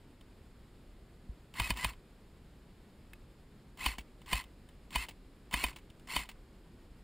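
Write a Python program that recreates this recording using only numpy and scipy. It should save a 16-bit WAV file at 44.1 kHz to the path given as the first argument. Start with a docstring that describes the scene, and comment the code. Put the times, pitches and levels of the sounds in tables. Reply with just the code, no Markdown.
"""A low outdoor rumble comes first, with soft small clicks; then an electric airsoft rifle fires in a quiet yard.
Heard from the shooter's head: a burst of three shots, three single shots, a quick pair and one last shot.
The rumble is filtered noise. The motor drives whining, scraping gears; clicks are short rattles that ring the case.
Each piston slam is a noisy crack with ringing metal and a pop of air from the barrel.
The recoil is a set of low thumps through the wearer, and faint echoes come back from the yard."""
import sys
import numpy as np
from scipy import signal
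from scipy.fft import rfft, irfft, next_fast_len
from scipy.io import wavfile

SR = 44100
rng = np.random.default_rng(int(sys.argv[2]) if len(sys.argv) > 2 else 0)


def digitize_waveform(pressure):
    """Quantize a signal to 16-bit integers and store it at the path in sys.argv[1].

    Rows of a 2-D input are taken as channels; values are limited to [-1, 1].
    """
    field = np.atleast_2d(pressure).T
    bounded = np.clip(field, -1, 1)
    quanta = np.round(bounded * 32767).astype(np.int16)
    wavfile.write(sys.argv[1], SR, quanta)


N = 310023
TIME = np.arange(N) / SR  # seconds

# In all tables, level_db sets relative strength; filters and mixing change the final level.
# Outdoor rumble spectrum: pitch_hz, level_db (per Hz)
YARD_SPECTRUM = [(12, -26), (20, -3), (44, -1), (80, -9), (153, -11.5), (213, -12), (324, -16), (362, -16),
                 (686, -26.5), (3750, -37), (5090, -39), (6020, -46), (7110, -42), (14300, -49),
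                 (15500, -51)]
YARD_DB = -56

# Further clicks of small parts, between and during the shots: start_s, level_db
FURTHER_CLICKS = [(0.21, -41.5), (1.771, -24.5), (4.2166, -40.5), (4.4392, -36.5), (4.688, -40),
                  (4.9274, -33), (5.527, -25), (5.901, -40), (5.9957, -44.5)]
# Resonances of the gearbox case: pitch_hz, width_hz, level_db
CASE_MODES = [(1022, 100, 2), (2057, 178, 10), (2250, 47, 5.5), (2550, 122, 5.5), (3090, 570, -4.5),
              (4460, 55, 5.5), (7500, 250, -0.5), (8950, 270, -3.5), (9440, 130, -3), (9890, 90, 0),
              (14400, 480, -5.5), (15030, 260, -13.5)]
# Spectrum of tiny hard contacts: pitch_hz, level_db (per Hz)
CRACK_SPECTRUM = [(90, -24.5), (250, 4.5), (470, -11), (900, -3.5), (1400, -9.5), (2500, 0.5), (4000, -7.5),
                  (6000, -11), (7500, -12), (9400, -10.5), (10600, -17), (12000, -34), (14500, -17),
                  (16000, -3.5)]
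# Ringing of light steel levers such as the pawl: pitch_hz, level_db, ring_s (struck() shortens it)
LEVER_MODES = [(3020, -15.5, 0.034), (3620, -17, 0.032), (9000, -21, 0.029)]
# Ringing of the grip: pitch_hz, level_db, ring_s (struck() shortens it)
GRIP_MODES = [(1770, 3.5, 0.015), (2050, -1, 0.023), (2220, -2, 0.021), (2564, -3.5, 0.04),
              (9450, -13, 0.027), (9950, -10, .018), (13900, -7, .018), (14550, -12, .025)]
KNOCK_S, KNOCK_DB = 3.1332, -42  # the rifle knocks as it is raised

# Soft knocks of the stock against the shooter: start_s, level_db
STOCK_BUMPS = [(1.29, -40), (3.988, -46.5)]
RECOIL_HZ = 52.9

# Pulls of the trigger: motor_start_s, gears_stop_s, spin_up_s, coast_s, full_speed_hz (teeth per second),
# whir_db (at full speed), trigger_click_db
TRIGGER_PULLS = [(1.539, 1.741, .027, .07, 1290, -40.5, -32.5), (1.750, 1.93, .016, .10, 1025, -41, -40),
                 (3.7725, 3.9549, .036, 0.093, 1600, -38, -36.5),
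                 (4.2599, 4.429, .042, 0.056, 1400, -39, -36.5), (4.906, 5.064, .03, .04, 1380, -41, -34),
                 (5.5101, 5.7296, .025, .11, 1460, -40, -32),
                 (6.0726, 6.2555, .028, 0.086, 1600, -38.5, -32)]
# Gear sound before the case rings: pitch_hz, level_db (per Hz)
GEARBOX_SPECTRUM = [(150, 8), (500, -7), (1050, 10.5), (1400, -25.5), (2100, 12), (2700, -5), (3700, -1.5),
                    (4500, 6), (6000, 0.5), (7600, -10.5), (9900, -29), (11900, -42.5), (14300, -26),
                    (16000, -29)]
WHIR_DB_PER_OCTAVE = 9.5  # the gears get louder with speed

# Piston slams: start_s, slam_db, recoil_db, stock_jolt_db, shoulder_jolt_db,
# catch_delay_s (until the gear catches the piston again), catch_db
PISTON_SLAMS = [(1.598, -15.5, -35, -41, -38.5, 0.021, -22.5), (1.704, -15, -35, -41, -41, 0.033, -32),
                (1.845, -14.5, -36.5, -41.5, -42, 0.045, -27),
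                (3.861, -13.5, -34.5, -43.5, -56, 0.025, -25), (4.33, -13.5, -34, -39, -45, 0.024, -22),
                (4.957, -14.5, -35.5, -42.5, -54, 0.029, -28), (5.539, -14, -37, -44.5, -54, .0332, -23),
                (5.639, -14, -38, -52, -56, 0.044, -30), (6.163, -14.5, -40, -61, -62, 0.027, -25)]
# Ringing of the rifle body and spring: pitch_hz, level_db, ring_s (struck() shortens it)
RIFLE_MODES = [(688, -9, 0.036), (1710, -7, 0.036), (1906, -5, 0.047), (2107, 2.5, 0.032), (2474, 2, 0.043),
               (2620, -14, 0.023), (2977, -2, 0.059), (3100, -3, 0.056), (3617, -10, 0.067),
               (4220, -21, 0.027), (4480, -5, 0.038), (5200, -57, 0.02), (7130, -22, 0.011),
               (8340, -10.5, 0.027), (8930, -9.5, 0.053), (9600, -5, 0.031), (9950, -20, .02),
               (10990, -15.5, 0.047), (13300, -15, 0.046), (13900, -19, .025), (14500, -9, 0.043),
               (15000, -25, .03)]
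# Air column of the barrel; its level is relative to the slam
BARREL_HZ, BARREL_WIDTH_HZ, BARREL_DB = 995, 158, -12

# The gears roll back against the latch: start_s, level_db
LATCH_CLACKS = [(3.9826, -26), (5.0849, -26.5), (5.7606, -30), (6.2895, -28)]
# Bounces of every latch clack: delay_s, level_db (relative to the clack)
BOUNCES = [(0, 0), (.008, -8.5), (.024, -12.5)]
# Time for each kind of rattle to fall by 60 dB, in seconds
TRIGGER_T60_S, CATCH_T60_S, LATCH_T60_S, CLICK_T60_S = 0.038, 0.028, 0.05, 0.031
PAWL_DB, PAWL_T60_S = -43.5, 0.056  # last tick of the pawl as the gears stop

# Echoes from hard surfaces around the yard: delay_s, level_db
YARD_ECHOES = [(.0075, -46), (.026, -30), (0.089, -30)]
CUTOFF_HZ = 15400


def from_db(db):
    """Turn decibels into a gain."""
    return 10 ** (np.asarray(db) / 20)


def rms_one(x):
    """Scale to an average (rms) strength of 1."""
    return x / np.sqrt(np.mean(x ** 2) + 1e-20)


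def add(out, start_s, sound):
    """Mix a sound in at its start time."""
    at = int(round(start_s * SR))
    out[at:at + len(sound)] += sound[:N - at]


def dying(t, t60):
    """Fade that loses 60 dB in t60 seconds."""
    return np.exp(-np.log(1000) * t / max(t60, 1e-3))


def coloured(x, spectrum):
    """Filter to a spectrum without sound ahead of its cause (minimum phase); white noise keeps its power."""
    size = 2 * next_fast_len(x.shape[-1] // 2 + 2048)
    hz, level_db = np.transpose(spectrum)
    grid_hz = np.maximum(np.arange(size // 2 + 1) * SR / size, 1)
    gain = rms_one(from_db(np.interp(np.log(grid_hz), np.log(hz), level_db)))
    # folding the cepstrum forward in time gives the minimum-phase filter
    cepstrum = irfft(np.log(gain))
    cepstrum[1:size // 2] *= 2
    cepstrum[size // 2 + 1:] = 0
    filtered = irfft(rfft(x, size) * np.exp(rfft(cepstrum)))
    return filtered[..., :x.shape[-1]]


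def resonate(x, hz, width_hz):
    """Resonance that favours one pitch, with gain 1 at its top."""
    r = np.exp(-np.pi * width_hz / SR)
    feedforward = np.array([1, 0, -1]) * (1 - r * r) / 2
    feedback = [1, -2 * r * np.cos(2 * np.pi * hz / SR), r * r]
    return signal.lfilter(feedforward, feedback, x)


def drift(rate_hz):
    """Random wander slower than rate_hz, with spread 1."""
    slow = signal.butter(2, rate_hz, fs=SR, output="sos")
    return rms_one(signal.sosfilt(slow, rng.standard_normal(N)))


def rattle(envelope, grain_db):
    """Dense tiny contacts of uneven size, shaped by an envelope."""
    size = from_db(grain_db * rng.standard_normal(len(envelope)))
    grains = rng.standard_normal(len(envelope)) * size
    return coloured(rms_one(grains) * envelope, CRACK_SPECTRUM)


def struck(body, t, scatter_db, contact_s):
    """A blow rings all modes, with random strengths and phases, swelling over the contact time."""
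    hz, level_db, ring_s = np.transpose(body)[:, :, None]
    strength = from_db(level_db + scatter_db * rng.standard_normal(hz.shape))
    phase = 2 * np.pi * rng.random(hz.shape)
    # each mode loses 60 dB in 0.86 of its ring_s
    modes = strength * dying(t / ring_s, 0.86) * np.sin(2 * np.pi * hz * t + phase)
    return modes.sum(axis=0) * (1 - np.exp(-t / contact_s))


def case_ring(x):
    """The gearbox case answers whatever shakes it with its resonances."""
    out = 0
    for k, (hz, width_hz, level_db) in enumerate(CASE_MODES):
        out = out + (-1) ** k * from_db(level_db) * resonate(x, hz, width_hz)
    return out


def yard():
    """A low rumble fades upward into hiss, almost the same in both channels."""
    shared = rms_one(coloured(rng.standard_normal(N), YARD_SPECTRUM)) * from_db(0.48 * drift(12))
    side_spectrum = [(25, -17.0), (100, -6.5), (300, -8.5), (700, -19), (5000, -21.5), (14000, -41.5)]
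    side = rms_one(coloured(rng.standard_normal(N), side_spectrum))
    opposite = np.array([[1], [-1]])
    return from_db(YARD_DB) * (shared + from_db(-23) * side * opposite)


def small_contacts():
    """List the clicks of trigger, piston catch, pawl, latch and other small parts: start_s, level_db, t60_s."""
    further = [(s, level_db, CLICK_T60_S) for s, level_db in FURTHER_CLICKS]
    triggers = [(s, click_db, TRIGGER_T60_S) for s, *_, click_db in TRIGGER_PULLS]
    catches = [(s + delay_s, catch_db, CATCH_T60_S) for s, *_, delay_s, catch_db in PISTON_SLAMS]
    pawls = [(stop_s, PAWL_DB, PAWL_T60_S) for _, stop_s, *_ in TRIGGER_PULLS]
    latches = [(s + delay_s, level_db + bounce_db, LATCH_T60_S)
               for s, level_db in LATCH_CLACKS for delay_s, bounce_db in BOUNCES]
    return further + triggers + catches + pawls + latches


def clicks():
    """Small metal parts rattle briefly and ring the case; the grip gives a hollower knock."""
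    contacts, t = np.zeros(N), TIME[:SR // 8]
    for s, level_db, t60 in small_contacts():
        envelope = dying(t, t60) * (1 - np.exp(-t / 0.00037))
        add(contacts, s, from_db(level_db - 11) * rattle(envelope, grain_db=4.5))
    hollow = from_db(-6.5) * resonate(contacts, 900, 350)
    out = contacts + from_db(-2.5) * case_ring(contacts) + hollow
    knock = struck(GRIP_MODES, t, scatter_db=2, contact_s=0.00076)
    knock += from_db(-3.5) * rattle(dying(t, 0.021), grain_db=3)
    add(out, KNOCK_S, from_db(KNOCK_DB) * knock)
    return out


def levers():
    """The pawl's last tick and the further clicks each set a light steel lever ringing."""
    out, t = np.zeros(N), TIME[:SR // 8]
    pawls = [(stop_s, PAWL_DB) for _, stop_s, *_ in TRIGGER_PULLS]
    for s, level_db in pawls + FURTHER_CLICKS:
        add(out, s, from_db(level_db) * struck(LEVER_MODES, t, scatter_db=1.0, contact_s=0.00077))
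    return out


def thump(hz, t60):
    """A low, soft swing of the body that carries the microphone."""
    t = TIME[:SR // 4]
    return -np.sin(2 * np.pi * hz * t) * dying(t, t60) * (1 - np.exp(-t / 0.0031))


def recoil():
    """Soft bumps nudge the shooter; each shot jolts stock and shoulder and leaves the body rocking."""
    out = np.zeros(N)
    for s, level_db in STOCK_BUMPS:
        add(out, s - .001, from_db(level_db + 5.5) * thump(hz=171, t60=0.027))
        add(out, s + 0.0033, from_db(level_db + 8.0) * thump(hz=RECOIL_HZ, t60=0.15))
    for s, _, recoil_db, stock_db, shoulder_db, *_ in PISTON_SLAMS:
        add(out, s - .005, from_db(stock_db + 12.0) * thump(hz=169.7, t60=0.043))
        add(out, s + 0.0032, from_db(shoulder_db + 14) * thump(hz=102.0, t60=0.069))
        add(out, s + 0.0052, from_db(recoil_db + 8.0) * thump(hz=RECOIL_HZ, t60=0.18))
    return out


def motor():
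    """At each pull the motor nears full speed, then coasts, losing energy at a steady rate."""
    mesh_hz, gain = np.zeros(N), np.zeros(N)  # gear teeth per second, and loudness of the whir
    for start_s, stop_s, spin_up_s, coast_s, full_hz, whir_db, _ in TRIGGER_PULLS:
        spin_up = 1 - np.exp(-np.maximum(TIME - start_s, 0) / spin_up_s)
        # energy goes with speed squared, so a steady energy loss gives a square root
        speed = spin_up * np.sqrt(np.clip((stop_s - TIME) / coast_s, 0, 1))
        loudness = from_db(whir_db) * speed ** np.log2(from_db(WHIR_DB_PER_OCTAVE))
        mesh_hz = np.maximum(mesh_hz, full_hz * speed)
        gain = np.maximum(gain, loudness)
    return mesh_hz, gain


def overtones(phase, count):
    """Overtones from the second up to count, weaker the higher they are, with random phases."""
    return sum(np.cos(k * phase + 2 * np.pi * rng.random()) / k for k in range(2, count + 1))


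def gears():
    """Two gear pairs whine with the motor; whine and scraping, uneven over each turn, ring the case."""
    mesh_hz, gain = motor()
    speed_hz = mesh_hz * (1 + 0.00985 * drift(312))
    phase = 2 * np.pi * np.cumsum(speed_hz) / SR
    bevel = 0.21 * np.cos(phase) + overtones(phase, 10)
    spur = overtones(.79 * phase, 6)
    scrape_swell = (1 + 0.64 * np.cos(phase)) * from_db(3.1 * drift(340))
    scrape = rms_one(rng.standard_normal(N) * scrape_swell)
    whine_share = .6 * from_db(3 * drift(110))
    turn_swell = 1 + 0.19 * np.cos(phase / 10)  # one turn every ten teeth
    teeth = (whine_share * (bevel + .5 * spur) + scrape) * turn_swell
    case = coloured(teeth, GEARBOX_SPECTRUM) + from_db(11.0) * case_ring(teeth)
    return gain * case / np.std(case[mesh_hz > 0])


def slams():
    """The piston rushes forward, taps the cylinder head and slams home; pushed air rings in the barrel."""
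    out, t = np.zeros(N), TIME[:SR // 8]
    rush_s, tap_s = 0.01, 0.00068  # lead ahead of the slam
    impact_s, pop_s = 0.001009, 0.002084  # delay after the slam's start
    bright = signal.butter(2, 3500, "high", fs=SR, output="sos")
    for s, slam_db, *_ in PISTON_SLAMS:
        gain = from_db(slam_db)
        rush = from_db(-13 * (0.5 - TIME[:int(rush_s * SR)] / rush_s))  # swells by 13 dB
        add(out, s - rush_s, gain * from_db(-24.0) * rattle(rush, grain_db=1.0))
        tap = signal.sosfilt(bright, rattle(dying(t, 0.0044), grain_db=1.5))
        add(out, s - tap_s, gain * from_db(-16.5) * tap)
        # a longer, quieter rattle surrounds the main impact
        add(out, s, gain * from_db(-23) * rattle(dying(t, .07), grain_db=3))
        add(out, s + impact_s, gain * from_db(-7.5) * rattle(dying(t, 0.012), grain_db=5.5))
        ringing = struck(RIFLE_MODES, t, scatter_db=1.5, contact_s=0.0009)
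        add(out, s, gain * from_db(-13.5) * ringing)
        push = np.sin(2 * np.pi * BARREL_HZ * t) * dying(t, 0.012)
        barrel_hz = BARREL_HZ * (1 + 0.0066 * rng.standard_normal())
        air = resonate(push, barrel_hz, BARREL_WIDTH_HZ)
        add(out, s + pop_s, gain * from_db(BARREL_DB) * air / np.abs(air).max())
        # turbulent air leaving the muzzle roughens the pop
        puff = resonate(rng.standard_normal(len(t)) * dying(t, 0.053), 883, 460)
        add(out, s + pop_s, gain * from_db(-9.0) * puff)
    return out


def yard_echoes(x):
    """Hard surfaces around the yard send back faint, dull, delayed copies."""
    out = np.zeros(N)
    dull = signal.sosfilt(signal.butter(1, 5000, fs=SR, output="sos"), x)
    for delay_s, level_db in YARD_ECHOES:
        add(out, delay_s, from_db(level_db) * dull)
    return out


def scene():
    """Rifle, recoil and echoes are the same in both channels; only the yard differs slightly."""
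    rifle = clicks() + levers() + gears() + slams()
    return yard() + recoil() + rifle + yard_echoes(rifle)


def record(dry):
    """The sound has two hollows in the treble, and the very top is cut."""
    for hz, width_hz, depth in [(5950, 920, 0.59), (12000, 950, 0.23)]:
        dry = dry - depth * resonate(dry, hz, width_hz)
    top_cut = signal.ellip(8, .1, 80, CUTOFF_HZ, fs=SR, output="sos")
    return signal.sosfilt(top_cut, dry)


dry = scene()
out = record(dry)
digitize_waveform(out)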